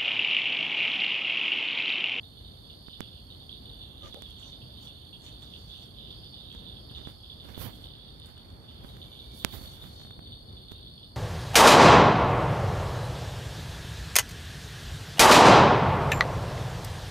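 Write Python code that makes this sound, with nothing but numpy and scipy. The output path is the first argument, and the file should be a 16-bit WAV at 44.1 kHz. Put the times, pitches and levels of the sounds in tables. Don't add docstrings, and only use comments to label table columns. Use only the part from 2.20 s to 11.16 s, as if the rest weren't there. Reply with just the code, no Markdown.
import sys
import numpy as np
from scipy import signal
from scipy.fft import rfft, irfft, next_fast_len
from scipy.io import wavfile
from scipy.ndimage import uniform_filter1d, map_coordinates

SR = 44100
rng = np.random.default_rng(int(sys.argv[2]) if len(sys.argv) > 2 else 0)


def log_audio(samples):
    frames = np.atleast_2d(samples).T
    limited = np.clip(frames, -1, 1)
    pcm = np.round(limited * 32767).astype(np.int16)
    wavfile.write(sys.argv[1], SR, pcm)


def makeup_ratio(level_db):
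    decades = np.asarray(level_db, float) / 20
    return 10 ** decades


N = 395136

# first stroke in seconds, last stroke in seconds.
CRICKET_RUNS = [(0.0139, 0.0139), (0.0558, 0.0724), (0.0866, 0.0866), (0.1019, 0.1943), (0.2256, 0.3202),
                (0.3537, 0.3892), (0.4224, 0.4224), (0.4371, 0.745), (0.7767, 0.7767), (0.8068, 0.8068),
                (0.8467, 0.8865), (0.9164, 0.9739), (1.0019, 1.0407), (1.071, 1.1324), (1.1478, 1.1674),
                (1.1826, 1.221), (1.2488, 1.2703), (1.2986, 1.6344), (1.6605, 1.6765), (1.7293, 1.7293),
                (1.7614, 1.8009), (1.8391, 1.9147), (1.9451, 1.9451), (1.9731, 2.3394), (2.3696, 2.5442),
                (2.5764, 2.6158), (2.6307, 2.6523), (2.6822, 2.7004), (2.7322, 2.7703), (2.8004, 2.8183),
                (2.8524, 2.9701), (3.0013, 3.041), (3.0709, 3.1667), (3.197, 3.2346), (3.265, 3.265),
                (3.3075, 3.3075), (3.3361, 3.377), (3.4041, 3.6785), (3.7105, 3.7281), (3.7438, 3.7646),
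                (3.8056, 3.8238), (3.8492, 3.8695), (3.884, 3.884), (3.9088, 4.0644), (4.0952, 4.1534),
                (4.183, 4.2201), (4.2505, 4.2702), (4.299, 4.3385), (4.3685, 4.4089), (4.4387, 4.4584),
                (4.487, 4.526), (4.5555, 4.654), (4.669, 4.6909), (4.705, 4.705),
                (4.7202, 4.8178), (4.8474, 4.8477), (4.8727, 4.8927), (4.9218, 4.9611),
                      (4.9885, 5.0321), (5.0642, 5.1427), (5.171, 5.2503), (5.2786, 5.2786),
                      (5.3038, 5.3217), (5.337, 5.4348), (5.4647, 5.507), (5.5387, 5.5821),
                      (5.6128, 5.6493), (5.686, 5.686), (5.7145, 5.7369), (5.7675, 5.7675), (5.798, 5.817),
                      (5.8478, 5.9635), (5.9951, 6.034), (6.059, 6.0598), (6.104, 6.184), (6.2146, 6.2523),
                      (6.2851, 6.4024), (6.431, 6.4542), (6.4943, 6.4943), (6.509, 6.6446),
                      (6.6774, 6.7718), (6.8096, 6.8482), (6.88, 6.8794), (6.9102, 6.9756),
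                      (7.0056, 7.1366), (7.1655, 7.2044), (7.2484, 7.2484), (7.291, 7.3095),
                      (7.3401, 7.3401), (7.3788, 7.5194), (7.5461, 7.5461), (7.5788, 7.5788),
                      (7.6064, 7.6064), (7.6371, 7.7332), (7.7617, 7.8554), (7.8848, 7.9808),
                      (8.0102, 8.0479), (8.0767, 8.2292), (8.2611, 8.2986), (8.329, 8.3861),
                      (8.4191, 8.4584), (8.4846, 8.4846), (8.5195, 8.5195), (8.5431, 8.5833),
                      (8.6115, 8.6535), (8.6822, 8.7987), (8.8293, 8.8681), (8.896, 8.8967),
                      (8.9204, 8.9579)]
# time in seconds, level in dB, left over right in dB.
CRICKET_LEVEL = [(0, -57, -7), (1.66, -53, -5), (1.72, -70, -11), (1.82, -56, -6), (3.72, -54.5, -8.5),
                 (3.8, -66, -3), (3.93, -54.5, -7), (5, -56.5, -3.5), (5.9, -59.5, -17), (6.8, -58, -4),
                 (7.5, -49, -2), (7.58, -63, 1), (7.72, -52, 0), (8.96, -53, -2.5)]
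STROKE_S = .0194

# start in seconds, peak in dB, pitch in Hz, low mode in dB.
FIRST_CALLS = [(0.0313, -46, 3560, -26), (0.1037, -55, 3600, -28), (0.17, -45.5, 3570, -20),
               (0.2473, -47.5, 3600, -17), (0.2843, -50, 3500, -16), (0.3691, -58, 3570, -20),
               (0.4439, -48, 3380, -23), (0.4978, -43.5, 3530, -14), (0.6619, -51, 3650, -15),
               (0.6943, -49, 3600, -9), (0.7297, -41, 3550, -17), (0.8056, -32, 3440, -13.5),
               (0.8719, -47, 3540, -22), (0.9158, -49, 3500, -26), (0.9542, -49, 3500, -16),
               (1.1024, -44, 3680, -13.5), (1.2027, -47.5, 3530, -21), (1.293, -41, 3490, -23),
               (1.3418, -45.5, 3640, -28), (1.4556, -44, 3570, -17), (1.4935, -46, 3620, -19),
               (1.5319, -49.5, 3600, -13), (1.6092, -41, 3470, -20), (1.7794, -49, 3600, -23),
               (1.8213, -44, 3660, -11.5), (1.926, -39, 3560, -21), (2.0213, -37, 3530, -22),
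               (2.0602, -44, 3380, -19), (2.1146, -48, 3530, -19), (2.172, -51, 3620, -13),
               (2.2258, -43.5, 3420, -12.5), (2.3216, -41, 3500, -23), (2.4159, -49.5, 3330, -12),
               (2.5346, -56, 3560, -19), (2.5731, -46.5, 3610, -12), (2.6269, -52, 3440, -27),
               (2.6708, -42.5, 3510, -14), (2.7511, -48.5, 3480, -24), (2.8624, -52, 3390, -23),
               (2.9277, -43.5, 3400, -15), (3.0634, -35, 3530, -16), (3.2216, -42, 3500, -22),
               (3.3368, -45, 3470, -12.5), (3.4994, -42, 3470, -23), (3.5523, -48.5, 3460, -12),
               (3.6192, -48.5, 3500, -18), (3.7145, -61, 3540, -20), (3.7843, -43.5, 3630, -12.5),
               (3.9045, -41, 3550, -22), (4.0332, -42.5, 3480, -16)]
# start in seconds, peak in dB, pitch in Hz, low mode in
# dB.
MIDDLE_FROG_CALLS = [(4.1353, -41.5, 3540, -19.5), (4.2001, -45, 3510, -24), (4.2545, -44, 3720, -17),
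                     (4.3014, -39, 3360, -19), (4.465, -40, 3550, -20), (4.5169, -46, 3440, -25),
                     (4.5623, -43.5, 3410, -23), (4.696, -45, 3430, -14), (4.7479, -34, 3530, -12.5),
                     (4.8506, -39, 3510, -17), (4.9594, -66, 3730, -19), (5.0337, -41, 3430, -20),
                     (5.0986, -41, 3460, -21), (5.1998, -44.5, 3550, -18), (5.2447, -49, 3580, -13),
                     (5.3455, -40, 3590, -14), (5.4687, -53, 3350, -17), (5.5316, -47.5, 3400, -22),
                     (5.6014, -57, 3440, -20), (5.6403, -40, 3570, -14), (5.7501, -47, 3590, -19),
                     (5.8708, -51, 3420, -24), (5.9082, -60, 3400, -17), (5.998, -44, 3610, -15),
                     (6.1681, -47, 3560, -14), (6.4834, -45, 3560, -14), (6.683, -48.5, 3770, -19),
                     (6.8157, -41.5, 3580, -15.5), (6.9169, -45.5, 3520, -14), (6.9908, -43.5, 3600, -27),
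                     (7.11, -52.5, 3580, -20), (7.1968, -40, 3620, -25)]
# start in seconds, peak in dB, pitch in Hz, low mode in dB.
LAST_FROG_CALLS = [(7.3257, -45.5, 3670, -14), (7.4574, -44, 3630, -18), (7.6135, -41, 3570, -25),
                   (7.7617, -47, 3620, -23), (7.7956, -47, 3700, -16), (7.8615, -48, 3560, -19),
                   (7.9104, -46, 3580, -24), (8.0226, -50, 3640, -21), (8.059, -47, 3590, -19),
                   (8.1204, -41.5, 3580, -21), (8.2855, -48.5, 3580, -23), (8.3673, -45, 3570, -20),
                   (8.4836, -42.5, 3540, -21), (8.6287, -51, 3500, -25), (8.6632, -43.5, 3630, -26),
                   (8.7116, -52, 3530, -23), (8.7784, -47, 3450, -20), (8.8298, -44.5, 3560, -16)]
# time in seconds, level in dB, left over right in dB.
BANK_LEVEL = [
    (0.0, -62.5, -8),
    (1.65, -55, -7.0),
    (5.37, -57, -6),
    (6.29, -59.5, -2),
    (7.19, -53.5, -7),
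    (7.83, -59.5, -0.5),
    (8.96, -57, -3),
]
# frequency in Hz, gain in dB.
VOCAL_SAC = [(1800, -30), (2500, -2), (3000, 1.5), (4100, 7.5), (5500, -26)]

# time in seconds, level in dB.
KATYDID_LEVEL = [
    (0, -71),
    (4.5, -71),
    (5.2, -71.5),
    (5.7, -77),
    (6.4, -76.5),
    (6.9, -67.5),
    (7.8, -73.5),
    (8.96, -74.5),
]
# share of the cycle, level in dB.
WING_SCRAPES = [
    (0, 8.5),
    (0.301, -6),
    (0.629, 7),
    (0.801, -10),
]
# frequency in Hz, gain in dB.
WING_MIRROR = [(8000, -5), (9500, 6.5), (10400, -1.5), (11000, 2.5), (11600, 2.5), (12200, -0.5),
               (13000, 4), (13600, -24)]
# frequency in Hz, width in Hz, level in dB.
WING_RESONANCES = [(9700, 250, -9), (10300, 160, -7), (10750, 200, -4), (11480, 210, -1),
                   (12100, 190, -5.5), (12650, 180, -4)]

# start in seconds, hold in seconds, body in dB, sheen in dB.
CLOTH_RUSTLES = [(1.565, .03, -85, -78), (1.835, 0.059, -68, -76), (2.09, .02, -68, -82),
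                 (2.19, 0.12, -64.5, -83), (2.625, 0.048, -66, -66), (3.04, 0.037, -59.5, -70),
                 (3.225, 0.019, -63, -70), (3.3, 0.35, -71, -75), (3.625, 0.017, -65, -69),
                 (3.89, .04, -77, -77), (4.335, .03, -69, -86), (4.76, 0.14, -74, -87),
                 (6.05, .04, -78, -85), (6.7, 0.39, -78, -91), (7.12, 0.16, -71, -94),
                 (7.35, 0.21, -65.5, -86), (7.58, 0.26, -68.5, -87)]
# frequency in Hz, density in dB per Hz.
CLOTH_BODY = [(800, 1), (3000, -9.5), (6200, -2.5), (8000, -12), (11000, -22)]
# frequency in Hz, density in dB per Hz.
CLOTH_SHEEN = [(6000, -6), (9500, 2), (15500, 3)]
# start in seconds, hold in seconds, hiss in dB, scrape in dB.
THUMB_RUBS = [(.805, 0.0071, -81, -53.5), (1.835, 0.053, -91, -52), (1.93, 0.15, -71, -60.5),
              (4.77, 0.043, -76, -55), (4.885, 0.028, -61, -53.5), (5.25, 0.1, -60.5, -50.5),
              (5.39, 0.089, -47.5, -44), (5.52, 0.17, -63.5, -62), (5.75, 1.1, -71, -62.5),
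              (6.04, 0.076, -66, -58), (6.64, 0.06, -60.5, -58), (6.765, .03, -70, -66),
              (7.15, 0.081, -53.5, -80), (7.28, 0.26, -58, -60), (7.25, 0.015, -57, -45.5),
              (7.335, 0.029, -48, -46), (7.42, 0.034, -54, -51.5), (7.52, 0.31, -60.5, -81),
              (7.83, 0.068, -70, -85), (7.635, 0.022, -67, -52.5), (8.515, 0.015, -63, -57)]
# frequency in Hz, density in dB per Hz.
SKIN_HISS = [(3000, 1.5), (7000, -12), (10500, -4), (12500, 0), (15500, -4)]
# frequency in Hz, density in dB per Hz.
THUMB_SCRAPE = [(60, 19), (150, 8.5), (500, -1), (1500, -8), (4000, -15.5), (8000, -29.5)]
# time in seconds, level in dB, pitch in Hz.
FIBRE_PRICKS = [(1.5449, -66, 12000), (2.105, -60, 11000), (2.222, -64, 11000), (4.7128, -60, 11000),
                (5.379, -51, 12600), (5.725, -71, 14000), (5.785, -67, 11500), (5.9995, -57.5, 9900),
                (6.059, -56, 9000), (6.068, -55.5, 10700), (6.178, -63, 9000), (7.914, -71, 13500)]
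# share of the pitch, width in Hz, level in dB.
GRILLE_MODES = [(1, 2600, 2.5), (1.3, 2500, -6)]

# time in seconds, snap in dB, knock in dB, thump in dB, left over right in dB.
CASE_TICKS = [(0.6829, -84, -37, -46.5, -9), (0.805, -36, -27, -36, -34), (1.944, -45.5, -60, -44, -22),
              (2.0207, -41.5, -66, -49.5, -27), (3.0416, -63, -70, -64, 2), (3.222, -53, -71, -70, -13),
              (4.3263, -54, -68, -74, -14), (4.348, -52, -56, -50.5, -18), (4.713, -70, -58, -51.5, 0),
              (4.814, -66, -69, -48.5, -13), (4.8719, -54, -38, -41.5, -12), (5.3764, -70, -63, -38.5, -30),
              (6.1748, -73, -49, -68, 2.5), (6.6458, -71, -73, -44, -28), (6.7671, -57, -40, -62, -13),
              (7.247, -7.5, -24, -29, -46), (7.6401, -59, -38, -51.5, -21), (7.9912, -64, -41, -46, -26),
              (8.5176, -49, -58, -44.5, -23)]
# time in seconds, knock in dB.
GRIP_CREAKS = [
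    (7.8008, -45),
    (7.8156, -43),
    (7.833, -55),
    (7.849, -43),
    (7.87, -47),
    (7.9066, -40.5),
]
# frequency in Hz, width in Hz, level in dB.
CASE_MODES = [(1160, 1360, 0), (2790, 4240, 5.5), (6550, 2600, -12.5), (11400, 3300, -5)]

# start in seconds, level in dB, pitch in Hz, length in
# seconds, left over right in dB.
GURGLES_AND_CALLS = [
    (1.813, -62.5, 1230, 0.075, 23),
    (1.821, -55.5, 540, 0.076, 9),
    (1.954, -48, 522, 0.052, 6),
    (1.95, -61, 780, 0.048, 5),
    (6.838, -73, 2290, 0.13, 2),
    (6.966, -76, 2320, 0.17, 0),
    (7.08, -70, 2300, 0.14, -2),
    (7.262, -71, 2320, 0.081, -6),
]

# time in seconds, level in dB.
TRAFFIC_LEVEL = [
    (0.0, -53.5),
    (3.77, -51.5),
    (7.29, -50.5),
    (8.96, -52.5),
]
# frequency in Hz, density in dB per Hz.
RUMBLE = [(25, -61), (46, -3), (95, -3.5), (150, -10), (378, -19), (800, -25), (2500, -43.5), (3250, -104)]
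# frequency in Hz, likeness from 0 to 1.
RUMBLE_ALIKE = [(60, 0.91), (260, 1), (700, 0.39), (1400, 0.15), (2500, 0.063)]
# frequency in Hz, density in dB per Hz.
FAR_CHORUS = [(2000, -55), (2700, -35), (3500, -18), (4000, -32), (4500, 7), (5000, 0.5), (5600, -23.5),
              (6500, -88)]
# frequency in Hz, density in dB per Hz.
FAR_BUZZ = [(5400, -1), (6500, 8.5), (7500, 1), (8000, 4)]
# frequency in Hz, density in dB per Hz.
MICROPHONE_HISS = [(5000, -20), (7900, -14), (9000, 12), (15500, 23)]
RUMBLE_LAG_S = -20 / SR

TOP_HZ = 15780


def cricket():
    middles = stroke_times()
    chance = rng.standard_normal((len(middles), 3))
    t, length = np.arange(900) / SR, .0115
    start_hz = 4520 + 30 * chance[:, :1]
    fall = 480 * length / 3.16 * (t / length) ** 3.48
    phase = 2 * np.pi * (start_hz * t - fall) + 3 * chance[:, 1:2]
    swell = np.sin(np.pi * np.clip(t / length, 0, 1) ** 0.93).clip(0)
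    tone = np.sin(phase) + makeup_ratio(-17) * np.sin(2 * phase)
    wing_strokes = makeup_ratio(0.84 * chance[:, 2:]) * swell * tone
    level_db, pan_db = curves(CRICKET_LEVEL)
    song = makeup_ratio(level_db - 7) * unit(placed(middles - length / 2, wing_strokes))
    return heard(song, pan_db, lag=.00003, wet_db=-0.15, t60=0.41)


def stroke_times():
    runs = CRICKET_RUNS
    return np.concatenate([np.linspace(a, b, round((b - a) / STROKE_S) + 1) for a, b in runs])


def frogs():
    level_db, pan_db = curves(BANK_LEVEL)
    count = 650
    chance = rng.random((count, 3))
    crowd_hz = 3620 - 450 * chance[:, 2] ** 2.2
    crowd = np.c_[chance[:, 0] * N / SR, 5 * chance[:, 1], crowd_hz, np.full(count, -19)]
    far = makeup_ratio(level_db - 8.5 + 1.8 * wobble(7)) * unit(rattles(crowd, spacing=.007, fade_db=1.5))
    calls = np.r_[FIRST_CALLS, MIDDLE_FROG_CALLS, LAST_FROG_CALLS]
    calls[:, 1] = np.minimum(calls[:, 1], -41)
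    near = makeup_ratio(-5) * rattles(calls, spacing=0.0073, fade_db=1.36)
    near = heard(near, pan_db, lag=-.0001, wet_db=-4, t60=0.32)
    far = heard(far, pan_db, lag=-.00012, wet_db=4, t60=0.44)
    return filtered(near + far, lambda hz: makeup_ratio(along(VOCAL_SAC, hz)))


def rattles(calls, spacing, fade_db):
    s, db, hz, low_db = np.transpose(calls)[:, :, None]
    chance = rng.standard_normal((len(calls), 4, 8))
    order = np.arange(8)
    gaps = spacing * np.exp(.25 * chance[:, 0] + .15 * chance[:, 3, :1])
    starts = s + np.cumsum(gaps, axis=1) - gaps[:, :1]
    sizes = makeup_ratio(db + 2.36 * chance[:, 1] - fade_db * order)
    pitch = (hz * (1 + 0.021 * chance[:, 2] - 0.0015 * order)).reshape(-1, 1)
    t = np.arange(260) / SR
    low_gain = makeup_ratio(np.repeat(low_db, 8)[:, None] + 9)
    ring = np.sin(2 * np.pi * pitch * t)
    ring = ring + low_gain * np.sin(2 * np.pi * 0.853 * pitch * t)
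    ring = ring + makeup_ratio(-12.5) * np.sin(2 * np.pi * 1.11 * pitch * t)
    pulse = (t / 0.001) * np.exp(1 - t / 0.0013)
    return placed(starts.ravel(), sizes.reshape(-1, 1) * pulse * ring)


def katydid():
    cycles, cycles_per_s = 620, 68.35
    share, db = np.transpose(WING_SCRAPES)
    starts = ((np.arange(cycles)[:, None] + share + .67) / cycles_per_s).ravel()
    chance = rng.standard_normal((len(starts), 2))
    t, length = np.arange(120) / SR, .0022
    phase = 2 * np.pi * (13200 * t - 4500 * t * t / length / 2) + 1.3 * chance[:, :1]
    swell = np.sin(np.pi * np.clip(t / length, 0, 1)) ** 0.1
    scrape = swell * makeup_ratio(-6 * t / length) * np.sin(phase)
    sizes = makeup_ratio(np.tile(db, cycles)[:, None] + 1.4 * chance[:, 1:])
    buzz = unit(placed(starts, sizes * scrape))

    def wing(hz):
        modes = 0.85
        for mode_hz, width, mode_db in WING_RESONANCES:
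            modes = modes + makeup_ratio(mode_db) / (1 + (2 * (hz - mode_hz) / width) ** 2)
        return makeup_ratio(along(WING_MIRROR, hz)) * modes

    buzz = makeup_ratio(curves(KATYDID_LEVEL)[0] - 14) * unit(filtered(buzz, wing))
    return heard(buzz, pan_db=-29.5, lag=0.00026, wet_db=2.5, t60=0.21)


def hands():
    body, sheen = handling(CLOTH_RUSTLES, rise_db_s=450, fall_db_s=251)
    fibres = makeup_ratio(1.3 * wobble(90))
    cloth = body * makeup_ratio([[3], [4]]) * patchy(noise(CLOTH_BODY), patchy_db=3.5)
    cloth = cloth + sheen * makeup_ratio([[1.5], [-4]]) * noise(CLOTH_SHEEN)
    hiss, scrape = handling(THUMB_RUBS, rise_db_s=480, fall_db_s=252)
    slip = wobble(70)
    skin = patchy(noise(SKIN_HISS, channels=1)[0], patchy_db=2.5)
    sizzle = filtered(skin, lambda hz: 1 / (1 + (12700 / (hz + 1)) ** 12))
    firmness = hiss / makeup_ratio(-49)
    skin = skin + sizzle * (1.36 * firmness ** 0.74 - 1)
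    hiss = hiss * makeup_ratio(3.5 + 0.48 * slip + 1.5 * wobble(25)) * skin
    scrape = scrape * makeup_ratio(6.5 + 2.5 * slip) * noise(THUMB_SCRAPE, channels=1)[0]
    return fibres * cloth + np.outer([makeup_ratio(-67), 1], hiss + scrape)


def handling(rows, rise_db_s, fall_db_s):
    s, hold, *levels_db = np.transpose(rows)[:, :, None]
    t = np.arange(0, N, 64) / SR
    shape_db = -rise_db_s * np.clip(s - t, 0, None) - fall_db_s * np.clip(t - s - hold, 0, None)
    shape_db = shape_db - 2.5 * np.clip(2 * (t - s) / hold - 1, -1, 1) ** 2
    gains = [np.sqrt(np.sum(makeup_ratio(db + shape_db) ** 2, axis=0)) for db in levels_db]
    return [np.interp(np.arange(N) / SR, t, gain) for gain in gains]


def pricks():
    s, db, hz = np.transpose(FIBRE_PRICKS)[:, :, None]
    t = np.arange(200) / SR
    ring = 0
    for share, width, level_db in GRILLE_MODES:
        decay = t * width * np.exp(-np.pi * width * t)
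        ring = ring + makeup_ratio(level_db) * decay * np.sin(2 * np.pi * share * hz * t)
    return placed(s[:, 0] + .001, makeup_ratio(db + 33.5) * ring) * makeup_ratio([[-12], [0]])


def ticks():
    creaks = [(s, db - 18, db, db - 10, -27) for s, db in GRIP_CREAKS]
    s, snap_db, knock_db, thump_db, pan_db = np.transpose(CASE_TICKS + creaks)[:, :, None]
    t = np.arange(1500) / SR
    (knock_hz, knock_width, _), *shell = CASE_MODES
    push = (1 - np.exp(-t / .00012)) ** 2
    snap = -sum(makeup_ratio(db) * np.exp(-np.pi * width * t) * np.cos(2 * np.pi * hz * t) for hz, width, db in shell)
    knock = push * np.exp(-np.pi * knock_width * t) * np.sin(2 * np.pi * knock_hz * t)
    thump = push * makeup_ratio(-60 * t / 0.011) * np.sin(2 * np.pi * 190 * t + 0.78)
    tick = makeup_ratio(thump_db + 18.5) * thump + makeup_ratio(snap_db + 11) * snap + makeup_ratio(knock_db + 13) * knock
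    left = placed(s[:, 0] + 0.00055, tick * makeup_ratio(1.3 * pan_db))
    right = placed(s[:, 0] + 0.00124, tick)
    return filtered(np.array([left, right]), lambda hz: makeup_ratio(-np.clip(hz - 12000, 0, None) / 500))


def creek():
    s, db, hz, length, pan_db = np.transpose(GURGLES_AND_CALLS)[:, :, None]
    t = np.arange(6000) / SR
    churn = rng.standard_normal((len(s), 2, len(t)))
    churn = uniform_filter1d(uniform_filter1d(churn, size=300), size=200)
    ring = unit(churn[:, 0] * np.sin(2 * np.pi * hz * t) + churn[:, 1] * np.cos(2 * np.pi * hz * t))
    swell = np.sin(np.pi * np.clip(t / length, 0, 1)).clip(0) ** 0.66
    plop = makeup_ratio(db) * swell * ring
    return np.array([placed(s[:, 0], plop * makeup_ratio(side * pan_db / 2)) for side in (1, -1)])


def night():
    own_db = 1.2 * np.array([wobble(9), wobble(9)])
    pair = noise(RUMBLE) * makeup_ratio(own_db + .6 * wobble(2.5))

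    def mid_side(hz):
        turn = np.arccos(np.clip(along(RUMBLE_ALIKE, hz), 0, 1)) / 2
        return np.array([np.cos(turn), np.sin(turn)])

    mid, side = filtered(pair, mid_side)
    left = filtered(mid + side, lambda hz: np.exp(-2j * np.pi * hz * RUMBLE_LAG_S))
    rumble = makeup_ratio(curves(TRAFFIC_LEVEL)[0] + 2.5) * np.array([left, mid - side])
    chorus = makeup_ratio([[-66], [-64]]) * makeup_ratio(3.3 * wobble(4.1)) * noise(FAR_CHORUS)
    hiss = makeup_ratio([[-83], [-90]]) * noise(MICROPHONE_HISS)
    buzz = makeup_ratio(curves(KATYDID_LEVEL)[0] + [[-28], [-6]]) * noise(FAR_BUZZ, channels=1)
    return rumble + chorus + hiss + buzz


def heard(x, pan_db, lag, wet_db, t60):
    t = np.arange(SR // 4) / SR
    tails = rng.standard_normal((2, len(t))) * makeup_ratio(-60 * t / t60) * (t > .003)
    echoes = signal.fftconvolve(x[None], tails / np.linalg.norm(tails[0]), axes=1)[:, :N]
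    n = np.arange(N)
    echoes = np.array([np.interp(n + .003 * SR * wobble(2.5), n, e) for e in echoes])
    direct = np.array([np.roll(x, round(lag * SR)), x])
    return (direct + makeup_ratio(wet_db) * echoes) * makeup_ratio(np.outer([.5, -.5], pan_db))


def noise(spectrum, channels=2):
    closed = [(spectrum[0][0] / 2, -120)] + list(spectrum) + [(spectrum[-1][0] * 2, -120)]
    return unit(filtered(rng.standard_normal((channels, N)), lambda hz: makeup_ratio(along(closed, hz))))


def patchy(x, patchy_db):
    z = signal.stft(x, nperseg=256)[2]
    field = rng.standard_normal(z.shape[-2:])
    field = uniform_filter1d(uniform_filter1d(field, size=7, axis=0), size=14, axis=1)
    return unit(signal.istft(z * makeup_ratio(patchy_db * unit(field)), nperseg=256)[1][..., :N])


def placed(starts, shapes):
    at = np.round(starts * SR).astype(int)[:, None] + np.arange(shapes.shape[1])
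    return np.bincount(at.clip(0, N).ravel(), shapes.ravel(), N + 1)[:N]


def curves(rows):
    s, *cols = np.transpose(rows)
    return [np.interp(np.arange(N) / SR, s, c) for c in cols]


def wobble(rate):
    return map_coordinates(rng.standard_normal(int(N * rate / SR) + 4), [np.arange(N) * rate / SR])


def filtered(x, response):
    m = next_fast_len(N + 8192)
    return irfft(rfft(x, m) * response(np.fft.rfftfreq(m, 1 / SR)), m)[..., :N]


def along(points, hz):
    f, v = np.transpose(points)
    return np.interp(np.log(hz + 1), np.log(f), v)


def unit(x):
    return x / np.sqrt(np.mean(x ** 2) + 1e-20)


def scene():
    steady = cricket() + frogs() + katydid() + night() + creek() + hands() + pricks()
    return filtered(steady, lambda hz: hz < TOP_HZ) + ticks()


def top_cut(x):
    return signal.sosfilt(signal.butter(12, 17010, fs=SR, output="sos"), x)


def record(dry):
    held = dry / (1 + np.abs(dry / .8) ** 6) ** (1 / 6)
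    mix = filtered(held, lambda hz: makeup_ratio(-np.clip(hz - TOP_HZ, 0, None) / 12))
    return top_cut(mix)


dry = scene()
out = record(dry)
log_audio(out)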